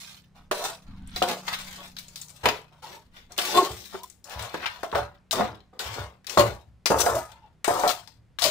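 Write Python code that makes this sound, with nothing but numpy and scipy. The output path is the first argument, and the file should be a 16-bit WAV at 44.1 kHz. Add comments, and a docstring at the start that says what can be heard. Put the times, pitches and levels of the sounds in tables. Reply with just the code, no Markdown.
"""A ladle blade grates over a faint far engine hum; clinks and dull knocks follow as it turns sticky food in a pot.
Grating and judder: uneven stick-slip pushes drive changing rings of ladle and pot; the coating adds tiny snaps.
Blows: single rings, damped by contact. Squawk: a few locked harmonics. Bowl: narrow gliding tones.
The pot's rocking, puffs of air and the room tone are filtered noise; the engine is a few shaft orders.
The treble balance between the ports drifts as the microphone moves."""
import sys
import numpy as np
from scipy import signal
from scipy.fft import rfft, irfft, next_fast_len
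from scipy.io import wavfile
from scipy.ndimage import uniform_filter1d, map_coordinates

SR = 44100
rng = np.random.default_rng(int(sys.argv[2]) if len(sys.argv) > 2 else 0)


def wav_out(sig):
    """Save sig, one row per channel (or a flat mono array), as 16-bit PCM at SR to the path in sys.argv[1]."""
    wavfile.write(sys.argv[1], SR, np.round(np.clip(np.atleast_2d(sig).T, -1, 1) * 32767).astype(np.int16))


N = 374850

# ladle pushes; bare metal is bright, a cushion of food dull: [t/s, rise/s, hold/s, change over hold/dB,
# blade grating level/dB, pot judder level/dB, blade brightness/dB, pot brightness/dB]
PUSHES = [(0, 0.0013, 0.15, -5.5, -46.5, -68, -2, 4), (0.341, 0.016, 0.029, 3.5, -66, -60, -2, 7),
          (0.54, 0.04, 0.082, 5.5, -38.5, -40, 0.5, 4), (0.838, .05, .16, -3, -65.5, -61, -5.5, 12),
          (1.061, 0.006, 0.11, 16, -63, -79, -5, -6), (1.24, 0.052, 0.03, -1, -34, -30.5, -2, -0.5),
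          (1.421, 0.081, 0.02, 6.5, -41, -45.5, 2, 22), (1.555, .03, 0.29, -9, -42, -55, -1, 1),
          (1.762, 0.053, 0.017, -5.5, -64, -44.5, 2, 3), (1.977, .02, 0.42, 5.5, -62.5, -69.5, 1, 3.5),
          (2.43, .03, 0.082, -14.5, -30, -26.5, -6.5, -1), (2.71, .01, 0.085, -5.5, -66, -59.5, 0, 6),
          (2.82, 0.0089, 0.12, -2, -48.5, -49, -1.5, -.5),
          (3.11, 0.076, 0.029, -3.5, -54.5, -65, -3.5, -0.5), (3.291, .03, .015, -4.5, -59, -50, -1, 5),
          (3.371, 0.024, 0.13, 5.5, -36, -41, -.5, 0.5), (3.526, 0.051, 0.14, -16, -27.5, -25, -0.5, 0.5),
          (3.693, 0.05, 0.24, -4, -46.5, -59, 2, -9), (3.921, 0.028, 0.026, -13, -52.5, -38, -19, 10.5),
          (4.236, 0.1, 0.12, 3.5, -44.5, -43, -3, 5), (4.496, 0.048, 0.25, -5, -47.5, -46.5, -1.5, 5.5),
          (4.613, 0.036, 0.011, -13, -35, -33, -6.5, 31), (4.912, 0.081, 0.11, -27.5, -41.5, -29, -1, 3),
          (5.141, 0.011, 0.011, -9.5, -58.5, -61, -19, 7), (5.32, 0.077, 0.16, -25, -35, -26.5, -5.5, -2),
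          (5.726, 0.011, 0.021, -3, -71, -51, -1.5, -0.5), (5.789, 0.015, 0.21, -5.5, -38, -41.5, -3, 0.5),
          (5.95, 0.035, 0.075, -9, -54, -36, -14, 4), (6.271, 0.027, 0.07, 2.5, -43, -48, 4.5, 1.5),
          (6.372, 0.0044, 0.16, -27.5, -23.5, -16.5, -1.5, 0.5),
          (6.905, 0.016, 0.14, -12, -40, -21, 12.5, 1), (6.979, 0.041, 0.007, -12, -19.5, -32.5, 2, 3),
          (7.029, 0.051, 0.11, -6, -36, -26.5, 4, 3), (7.254, 0.045, 0.18, -21, -57.5, -58, -9.5, 18),
          (7.41, .02, 0.037, 3, -73.5, -67, -3.5, 3), (7.67, 0.013, 0.17, 1.5, -39, -29, 1.5, 2.5),
          (7.87, 0.04, 0.018, -16, -28.5, -27, -8, 38), (8.401, 0.059, 0.096, -14, -24, -37, -1.5, 0)]
# blade strikes metal: [t/s, level before common gain/dB, brightness/dB, favoured f/Hz]
CLINKS = [(0.5132, -16, -1, 1700), (1.074, -37.5, 13, 9700), (1.1615, -16.5, 0, 4100),
          (1.2238, -12, -0.5, 3270), (1.4802, -17.5, -8.5, 4400), (1.536, -19.5, -6, 3930),
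          (1.879, -39, 12, 3400), (1.9666, -26.5, -2.5, 4050), (1.9856, -24, 2, 4370),
          (2.0827, -33.5, 3, 6600), (2.158, -23, 3, 4260), (2.2145, -25, 9.5, 6700), (2.284, -36, 2, 6930),
          (2.302, -34.5, 4, 7730), (2.4571, -6.5, -2.5, 2400), (3.166, -37.5, -5, 3230),
          (3.3203, -31.5, 5, 6100), (3.365, -37.5, 0, 2200), (3.3793, -15, 4.5, 3070),
          (3.3874, -11.5, -2, 3130), (4.0334, -29.5, 2.5, 12900), (4.0998, -33, 3.5, 7700),
          (4.2423, -31.5, 5, 5770), (4.296, -32.5, 7, 3710), (4.4245, -26.5, 10, 3750),
          (4.542, -22, -4.5, 1630), (4.6584, -15.5, -7, 3100), (4.8313, -23.5, -1.5, 1480),
          (4.916, -29.5, -4, 3600), (4.9492, -18, -7, 1690), (5.3101, -11.5, 2.5, 3780),
          (5.3312, -17.5, 9, 3900), (5.604, -43.5, -5.5, 4000), (5.7927, -19.5, 0.5, 3820),
          (6.245, -40, -2, 1700), (6.2684, -22.5, 5, 3760), (6.2958, -20.5, -2.5, 5760),
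          (6.3749, -15.5, -4, 4000), (6.8586, -7, -1, 5230), (6.989, -17, 14, 3800), (7.0034, -11, 7, 6740),
          (7.3178, -37, 2.5, 3530), (7.6442, -14, -2.5, 7650), (7.6777, -18, 7, 1500),
          (7.8765, -13, 4.5, 4200), (7.8911, -13.5, -0.5, 4010), (8.075, -32.5, 0, 4620),
          (8.3869, -17, -6.5, 3830), (8.4198, -10.5, 3, 3900), (8.4405, -6.5, 2, 3930)]
# ladle bumps the loaded bottom: [t/s, level before common gain/dB, brightness/dB, favoured f/Hz]
KNOCKS = [(0.512, -11, 1.5, 620), (0.711, -29.5, 3, 665), (1.162, -25.5, -1, 740), (1.219, -6, 1.5, 715),
          (1.479, -20.5, 9.5, 920), (2.456, -5, 0.5, 955), (2.839, -50, 8.5, 950),
          (3.382, -19.5, -0.5, 710), (3.544, -17, 0, 424), (3.943, -23, -2, 383), (4.541, -18, -2.5, 535),
          (4.832, -16.5, 0.5, 662), (4.928, -17.5, 0.5, 900), (4.954, -7, 4.5, 580), (5.33, -14.5, 6, 653),
          (5.396, -12.5, -3.5, 209.5), (5.408, -8.5, 9, 695), (6.373, -1.5, 0.5, 574), (6.397, -5, 2, 558),
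          (6.859, -18.5, 1, 1400), (6.902, -5, -2.5, 565), (6.91, -7.5, -2.5, 542), (7.063, -7, 5.5, 719),
          (7.149, -24, 6.5, 582), (7.679, -4, 0.5, 700), (7.835, -9.5, 3.5, 597), (7.842, -19.5, 8, 646),
          (7.854, -14.5, 6, 653), (7.864, -12, -0.5, 700), (8.077, -41, 6, 900), (8.423, -18.5, 5.5, 694),
          (8.455, -15.5, -2.5, 600)]
# single modes of the ladle: [f/Hz, relative level/dB]
LADLE_MODES = [(1120, -9.5), (2950, -7.5), (3500, 7), (3635, -1), (3940, 0.5), (4110, -2.5), (4580, -10),
               (5240, 5), (5770, -1), (6230, -10), (6590, -5), (6900, -14.5), (7260, -11), (7600, -11.5),
               (8100, -6), (8800, -7), (9340, -3), (10640, -19.5), (11650, -16.5), (12200, -10.5),
               (14600, -10.5), (15050, -12)]
# single modes of the food-damped pot: [f/Hz, relative level/dB]
POT_MODES = [(197, -19.5), (358, -1.5), (435, -9.5), (491, -5), (581, 6), (655, -3), (718, 6.5),
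             (940, -3.5), (1068, -6), (1243, -1), (1335, -6.5), (1696, -23.5)]
# crowd of weaker ladle modes: [f/Hz, relative spectral level/dB]
LADLE_CROWD = [(200, -34.5), (700, -7.5), (1300, -3), (2200, 0.5), (4000, 3), (5200, 0), (7500, -2),
               (10500, -7.5), (13000, -10), (15300, -6)]
# crowd of weaker pot modes: [f/Hz, relative spectral level/dB]
POT_CROWD = [(50, -46), (130, -25), (190, -9.5), (270, -8.5), (380, 0.5), (600, -1), (800, -0.5),
             (1100, -3.5), (1350, -6.5), (1700, -14.5), (2600, -25), (6000, -55), (15000, -74)]
# lift of the blade by harder contact: [f/Hz, gain per brightness/(dB/dB)]
BLADE_LIFT = [(1500, -1), (2900, 0.02), (4800, 1.1), (8000, 2.5), (13000, 2)]
# lift of the pot by harder contact: [f/Hz, gain per brightness/(dB/dB)]
POT_LIFT = [(190, -2.5), (400, 1.53), (700, 3), (1100, 3.5), (2000, 4)]
# treble balance as the microphone moves: [t/s, left minus right level/dB]
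BEARING = [(0, -3.5), (.5, 0.5), (1.2, 1.5), (2.45, 6.5), (3.4, 5), (4.3, 9), (5.3, 8), (5.8, 6),
           (6.37, 18), (6.9, 7.5), (7.7, 20.5), (8.4, 17.5)]
# share of the bearing taken off the right port: [f/Hz, share/(dB/dB)]
SHADOW = [(300, 0.061), (800, 0.083), (2000, 0.47), (4000, 1.25), (8000, 1.7), (12500, 1.3), (15000, 0.48)]
# periodic catch and slip of the blade: [t/s, mean pitch f/Hz, level/dB]
SQUAWK = [(3.52, 351.7, -59.5), (3.556, 353.8, -24.5), (3.578, 354.3, -11.5), (3.606, 356.6, -16),
          (3.641, 357, -30.5), (3.72, 362.3, -46)]
# harmonics of the squawk: [multiple, mean relative level/dB]
SQUAWK_ORDERS = [(1, -1.5), (2, -5.5), (3, 1.5), (4, -30)]
# notes of the rubbed bowl, one table each: [t/s, f/Hz, level before trim/dB]
BOWL_NOTES = [
    [(.55, 549, -43), (.63, 671, -34), (.69, 863, -52), (.78, 900, -69)],
    [(2.83, 880, -48), (2.85, 898, -42), (2.91, 980, -60), (2.97, 900, -46.5), (3.04, 900, -65.5)],
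    [(3.98, 908, -61), (4.045, 1000, -40.5), (4.08, 1030, -69)],
    [(7.13, 624, -17), (7.2, 643, -33.5), (7.27, 742, -58), (7.35, 930, -52), (7.41, 908, -65),
     (7.45, 895, -51.5), (7.58, 880, -85)],
    [(8.418, 686, -31), (8.44, 658, -28.5), (8.458, 613, -24.5), (8.5, 590, -32)],
]
# pot rocking on its stand: [t/s, hold/s, level/dB, change over hold/dB]
ROCKING = [(1.2, 0.021, -45.5, -4), (2.43, 0.055, -38, -5.5), (3.7, 0.036, -41.5, -2),
           (4.35, 0.092, -43, -3), (4.56, 0.24, -54.5, -3), (4.93, 0.1, -41, 1.5), (5.32, 0.2, -43.5, -0.5),
           (5.85, 0.042, -46, 5), (5.98, 0.046, -34.5, -3), (6.37, 0.16, -26.5, -11),
           (6.66, 0.096, -52, -4.5), (6.89, .28, -41, 0.5), (7.28, 0.25, -64.5, 1),
           (7.7, 0.063, -42.5, -11), (7.9, 0.43, -62.5, 4), (8.41, 0.074, -47.5, -2)]
# stand spectrum: [f/Hz, relative spectral level/dB]
STAND = [(25, -25.5), (50, -18.5), (68, 5), (88, -7), (112, 5), (145, -15), (195, -14.5), (300, -38.5),
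         (800, -64.5)]
# puffs of air on the microphone: [t/s, hold/s, level/dB, change over hold/dB]
PUFFS = [(.3, 0.35, -55.5, -5), (.83, 0.29, -42, -3), (1.44, 0.64, -51, -9.5), (3.03, 0.22, -57.5, 0)]
# buffeting spectrum: [f/Hz, relative spectral level/dB]
BUFFET = [(15, -1), (35, -4), (80, -6), (150, -17), (250, -14.5), (400, -43), (1000, -70.5)]
# far engine: [t/s, sixth order f/Hz, sixth-order group level/dB, fifth-order group level before trim/dB]
ENGINE = [(0, 189, -60, -63), (.7, 189, -66.5, -60), (1, 190, -44.5, -58), (1.4, 187, -50, -56),
          (1.9, 183, -53.5, -61), (2.3, 182, -64.5, -57.5), (2.9, 181, -71, -61), (3.2, 180, -66, -76.5),
          (4.3, 185, -66.5, -77.5), (6, 186, -65, -71.5), (8.5, 186, -75, -66.5)]
# quiet of the kitchen: [f/Hz, relative spectral level/dB]
ROOM_TONE = [(25, -9), (70, 0.5), (130, -6.5), (240, -11.5), (400, -18), (950, -24), (2000, -28),
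             (4000, -35), (8500, -42), (15000, -53)]

TOP_HZ = 15800
RELEASE_DB_PER_S = 196.5  # the hand lets up
SKID_RISE_S, SKID_S, SKID_LOSS_DB = 0.0045, 0.033, -10  # blade skids on after a blow, losing speed
CLINK_SKID_DB, KNOCK_SKID_DB = -16.5, -17.5  # re the blow's table level
FIRM_DB, LIGHT_SKID_LOSS_DB_PER_DB = -18.5, 0.49  # lighter taps bounce off: less skid per dB below firm
ROCK_RISE_S, ROCK_RELEASE_DB_PER_S = 0.013, 232.5
PUFF_RISE_S, PUFF_RELEASE_DB_PER_S = .06, 192


def amp(db):
    """Decibels to gain."""
    return 10 ** (np.asarray(db) / 20)


def unit(x):
    """Scale so that the mean of the channels has rms 1."""
    return x / np.sqrt(np.mean(np.atleast_2d(x).mean(0) ** 2) + 1e-20)


def along(points, hz):
    """Interpolate [f/Hz, value] points on a log frequency axis."""
    f, v = np.transpose(points)
    return np.interp(np.log(hz + 1), np.log(f + 1), v)


def curves(rows, t):
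    """Each column after the time, read at the times t."""
    s, *cols = np.transpose(rows)
    return [np.interp(t, s, c) for c in cols]


def wobble(rate_hz, size):
    """Smooth random curve with rate_hz knots a second."""
    knots = rng.standard_normal(int(size * rate_hz / SR) + 4)
    return map_coordinates(knots, [np.arange(size) * rate_hz / SR])


def coloured(x, points):
    """Minimum-phase filter of shape [f/Hz, gain/dB], built by folding the cepstrum."""
    m = 2 * next_fast_len(x.shape[-1] // 2 + 2048)
    gain = amp(along(points, np.fft.rfftfreq(m, 1 / SR)))
    cepstrum = irfft(np.log(gain))
    cepstrum[1:m // 2] *= 2
    cepstrum[m // 2 + 1:] = 0
    response = np.exp(rfft(cepstrum))
    return irfft(rfft(x, m) * response)[..., :x.shape[-1]]


def noise_pair(side_db, size):
    """Left and right noise with a common part."""
    mid, side = rng.standard_normal((2, size))
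    return mid + amp(side_db) * np.array([side, -side])


def add(out, x, s):
    """Mix x into out from time s."""
    part = out[:, max(round(s * SR), 0):][:, :x.shape[1]]
    part += x[:, :part.shape[1]]


def placed(x, s):
    """Filter the right port by the treble balance at time s."""
    bearing_db = curves(BEARING, s)[0]
    shade = [(hz, -share * bearing_db) for hz, share in SHADOW]
    return np.array([x[0], coloured(x[1], shade)])


def envelope(rise_s, hold_s, change_db, release_db_per_s):
    """Gain over one second: a rise, a hold that swells or fades, a release."""
    t = np.arange(SR) / SR
    held = np.clip((t - rise_s) / hold_s, 0, 1)
    released_s = np.maximum(t - rise_s - hold_s, 0)
    return np.minimum(t / rise_s, 1) * amp(change_db * held - release_db_per_s * released_s)


def swells(rows, rise_s, release_db_per_s):
    """Gain of a row of swells that share their rise and release."""
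    out = np.zeros((1, N))
    for s, hold_s, db, change_db in rows:
        add(out, amp(db) * envelope(rise_s, hold_s, change_db, release_db_per_s)[None], s)
    return out


def scraping(t):
    """Fine grit sings in the blade while slower slips shake the pot and the coating crackles."""
    blade_pushes = [(*shape, db, bright) for *shape, db, _, bright, _ in PUSHES]
    pot_pushes = [(*shape, db, bright) for *shape, _, db, _, bright in PUSHES]
    blade_gain, blade_bright_db = pressure(blade_pushes, CLINKS, CLINK_SKID_DB)
    pot_gain, pot_bright_db = pressure(pot_pushes, KNOCKS, KNOCK_SKID_DB)
    catches = slips(rate_hz=400, scatter=.8, spread_db=6.5, hiss_db=-7, size=N)
    grit = rubbed(catches, ladle_ring, t, blade_bright_db, steady_s=0.09)
    shakes = slips(rate_hz=130, scatter=.45, spread_db=3, hiss_db=-12, size=N)
    judder = rubbed(shakes, pot_ring, t, pot_bright_db, steady_s=0.045)
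    balance = amp(np.outer([0, -1], curves(BEARING, t)[0]))
    snaps = crackle(rate_hz=76, pitch_hz=4760, spread_db=3, size=N) * balance
    snap_gain = amp(10.5) * np.minimum(blade_gain, amp(-48.5))  # no growth with hard pressure
    return blade_gain * grit + pot_gain * judder + snap_gain * snaps


def pressure(pushes, hits, skid_db):
    """Gain and brightness of rubbing on one body: pushes and skids after blows add in power."""
    strokes = list(pushes)
    for s, db, bright_db, _ in hits:
        level_db = db + skid_db - LIGHT_SKID_LOSS_DB_PER_DB * max(FIRM_DB - db, 0)
        strokes.append((s, SKID_RISE_S, SKID_S, SKID_LOSS_DB, level_db, bright_db))
    out = np.zeros((2, N))
    for s, rise_s, hold_s, change_db, db, bright_db in strokes:
        power = (amp(db) * envelope(rise_s, hold_s, change_db, RELEASE_DB_PER_S)) ** 2
        add(out, np.outer([1, bright_db], power), s)
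    return np.sqrt(out[0]), out[1] / (out[0] + 1e-20)  # brightness: power-weighted mean


def slips(rate_hz, scatter, spread_db, hiss_db, size):
    """Stick and slip: pushes at uneven intervals and of uneven sizes, over smooth rubbing."""
    draw = rng.standard_normal((4000, 2))
    at = (np.cumsum(np.exp(scatter * draw[:, 0])) * SR / rate_hz).astype(int)
    inside = at < size
    pushes = np.bincount(at[inside], amp(spread_db * draw[inside, 1]), size)
    return unit(pushes) + amp(hiss_db) * rng.standard_normal(size)


def rubbed(force, answer, t, bright_db, steady_s):
    """A travelling contact keeps changing the ring; the hand keeps the mean strength even."""
    hop = SR // 16
    window = np.sin(np.linspace(0, np.pi, 2 * hop))
    padded = np.pad(force, 2 * hop)
    x = np.zeros((2, len(padded)))
    for i in range(hop, len(force) + 2 * hop, hop):
        now = min(i - hop, len(t) - 1)
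        piece = padded[i:i + 2 * hop] * window
        add(x, signal.fftconvolve(piece[None], answer(t[now], bright_db[now]), axes=1), i / SR)
    x = x[:, 2 * hop:-2 * hop]
    power = np.abs(uniform_filter1d(x.mean(0) ** 2, int(steady_s * SR)))
    return x / np.sqrt(power + 1e-12)


def crackle(rate_hz, pitch_hz, spread_db, size):
    """Sticky coating lets go in tiny snaps of a few cycles each."""
    draw = rng.standard_normal((int(rate_hz * size / SR) + 1, 2))
    at = rng.integers(0, size, len(draw))[:, None] + np.arange(SR // 200)
    snap_hz = np.minimum(pitch_hz * np.exp(0.3 * draw[:, :1]), TOP_HZ)
    cycles = snap_hz * (at - at[:, :1]) / SR
    level = amp(spread_db * np.tanh(draw[:, 1:]))
    snaps = level * np.sin(2 * np.pi * cycles) * np.exp(-cycles / 4)
    return np.bincount(at.ravel(), snaps.ravel(), size)[:size]


def ladle_ring(s, bright_db):
    """Bright steel, damped by the hand."""
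    tilt = [(hz, share * bright_db) for hz, share in BLADE_LIFT]
    x = ring(LADLE_CROWD, LADLE_MODES, tilt, t60_s=0.054, mode_t60_s=0.19, mode_db=-12, direct_db=-17.5,
             room_db=-1.5, room_t60_s=0.29, side_db=0.5, ripple_db=3.5)
    return placed(x, s)


def pot_ring(s, bright_db):
    """The hollow, short note of the full pot."""
    tilt = [(hz, share * bright_db) for hz, share in POT_LIFT]
    x = ring(POT_CROWD, POT_MODES, tilt, t60_s=.055, mode_t60_s=0.24, mode_db=-10.5, direct_db=-7.5,
             room_db=-8.0, room_t60_s=0.25, side_db=-6.5, ripple_db=3.5)
    return placed(x, s)


def ring(crowd_shape, modes, tilt, t60_s, mode_t60_s, mode_db, direct_db, room_db, room_t60_s, side_db, ripple_db):
    """Answer to one contact: direct push, crowded and single modes that vary by spot, kitchen tail."""
    t = np.arange(SR // 4) / SR
    decay = amp(-60 * t / t60_s) + amp(room_db - 60 * t / room_t60_s)
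    crowd = noise_pair(side_db, len(t)) * decay
    crowd[:, 0] -= amp(direct_db) * np.linalg.norm(crowd[0])  # direct push
    grid_hz = np.geomspace(50, 16000, 150)
    ripple = ripple_db * rng.standard_normal(len(grid_hz))
    shape_db = along(crowd_shape, grid_hz) + along(tilt, grid_hz) + ripple
    hz, db = np.transpose(modes)
    spot_db = rng.normal(0, 5.5, len(hz))
    sides = 1 + amp(side_db) * np.outer([1, -1], rng.standard_normal(len(hz)))
    strength = amp(db + along(tilt, hz) + spot_db) * sides
    spot_hz = hz * (1 + rng.normal(0, 0.0032, len(hz)))
    tones = strength @ np.sin(np.outer(2 * np.pi * spot_hz, t).astype('f4'))
    single = unit(tones * amp(-60 * t / mode_t60_s))
    return unit(coloured(crowd, np.c_[grid_hz, shape_db])) + amp(mode_db) * single


def blows(rows, answer, gain_db, focus_db, width, grip_s, remain_db):
    """Single contacts: the spot favours one range of modes; the blade stays in touch and damps the ring."""
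    out = np.zeros((2, N))
    spread = np.exp(width)
    for s, db, bright_db, hz in rows:
        focus = [(hz / spread, 0), (hz, focus_db), (hz * spread, 0)]
        x = coloured(answer(s, bright_db), focus)
        x = x * (amp(remain_db) + np.exp(-np.arange(x.shape[1]) / SR / grip_s))
        onset_rms = np.std(x.mean(0)[:SR // 200])  # first 5 ms
        add(out, amp(db + gain_db) * x / onset_rms, s)
    return out


def squawk():
    """For a moment the slips lock on to a mode of the pot."""
    t = np.arange(SQUAWK[0][0], SQUAWK[-1][0], 1 / SR)
    hz, db = curves(SQUAWK, t)
    phase = 2 * np.pi * np.cumsum(hz * (1 + 0.027 * wobble(130, len(t)))) / SR
    tone = np.zeros(len(t))
    for k, (_, level_db) in enumerate(SQUAWK_ORDERS, 1):
        tone += amp(level_db + 6.0 * wobble(90, len(t))) * np.sin(k * phase)
    out = np.zeros((2, N))
    add(out, placed(amp(db) * unit(np.array([tone, tone])), t[0]), t[0])
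    return out


def bowl():
    """Rubbing feeds one narrow, gliding mode of the ladle's bowl."""
    out = np.zeros((2, N))
    for note in BOWL_NOTES:
        t = np.arange(note[0][0], note[-1][0], 1 / SR)
        hz, db = curves(note, t)
        drive = wobble(132, len(t)) + 1j * wobble(124.8, len(t))
        tone = unit(np.real(drive * np.exp(2j * np.pi * np.cumsum(hz) / SR)))
        faded = amp(db - 1.5) * tone * signal.windows.tukey(len(t), .1)
        add(out, np.tile(faded, (2, 1)), t[0])
    return out


def rocking():
    """The pot rocks on its stand: low noise in swells."""
    gain = swells(ROCKING, ROCK_RISE_S, ROCK_RELEASE_DB_PER_S)
    return gain * unit(coloured(noise_pair(-14.5, N), STAND))


def puffs():
    """Moving air buffets the microphone: low noise in slower swells."""
    gain = swells(PUFFS, PUFF_RISE_S, PUFF_RELEASE_DB_PER_S)
    return gain * unit(coloured(noise_pair(-18, N), BUFFET))


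def engine(t):
    """Far engine: four orders of one shaft, each unsteady in phase and level."""
    hz, sixth_db, fifth_db = curves(ENGINE, t)
    shaft = 2 * np.pi * np.cumsum(hz / 6) / SR

    def order(count):
        """One multiple of the shaft rate."""
        return np.sin(count * shaft + .3 * wobble(3.9, N)) * amp(0.72 * wobble(7.7, N))

    sixth_group = order(6) + amp(-11) * order(8)
    fifth_group = order(5) + amp(-3.0) * order(4)
    return amp(sixth_db) * sixth_group + amp(fifth_db - 0.5) * fifth_group


def room_tone():
    """The quiet of the kitchen: steady filtered noise."""
    return amp(-63.5) * unit(coloured(noise_pair(-7, N), ROOM_TONE))


def scene():
    """Sum of all sources at the two ports."""
    t = np.arange(N) / SR
    clinks = blows(CLINKS, ladle_ring, gain_db=-12.5, focus_db=12.5, width=0.46, grip_s=0.004, remain_db=-5)
    knocks = blows(KNOCKS, pot_ring, gain_db=-12.5, focus_db=17.5, width=0.1, grip_s=0.0049, remain_db=3.5)
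    contacts = scraping(t) + clinks + knocks + squawk() + bowl()
    return contacts + rocking() + puffs() + engine(t) + room_tone()


def record(dry):
    """Clip at full scale, then band-limit with a 300 Hz slope ending at TOP_HZ."""
    m = next_fast_len(N + SR // 2)
    passed = np.clip((TOP_HZ - np.fft.rfftfreq(m, 1 / SR)) / 300, 0, 1)
    return irfft(rfft(np.clip(dry, -1, 1), m) * passed, m)[:, :N]


dry = scene()
out = record(dry)
wav_out(out)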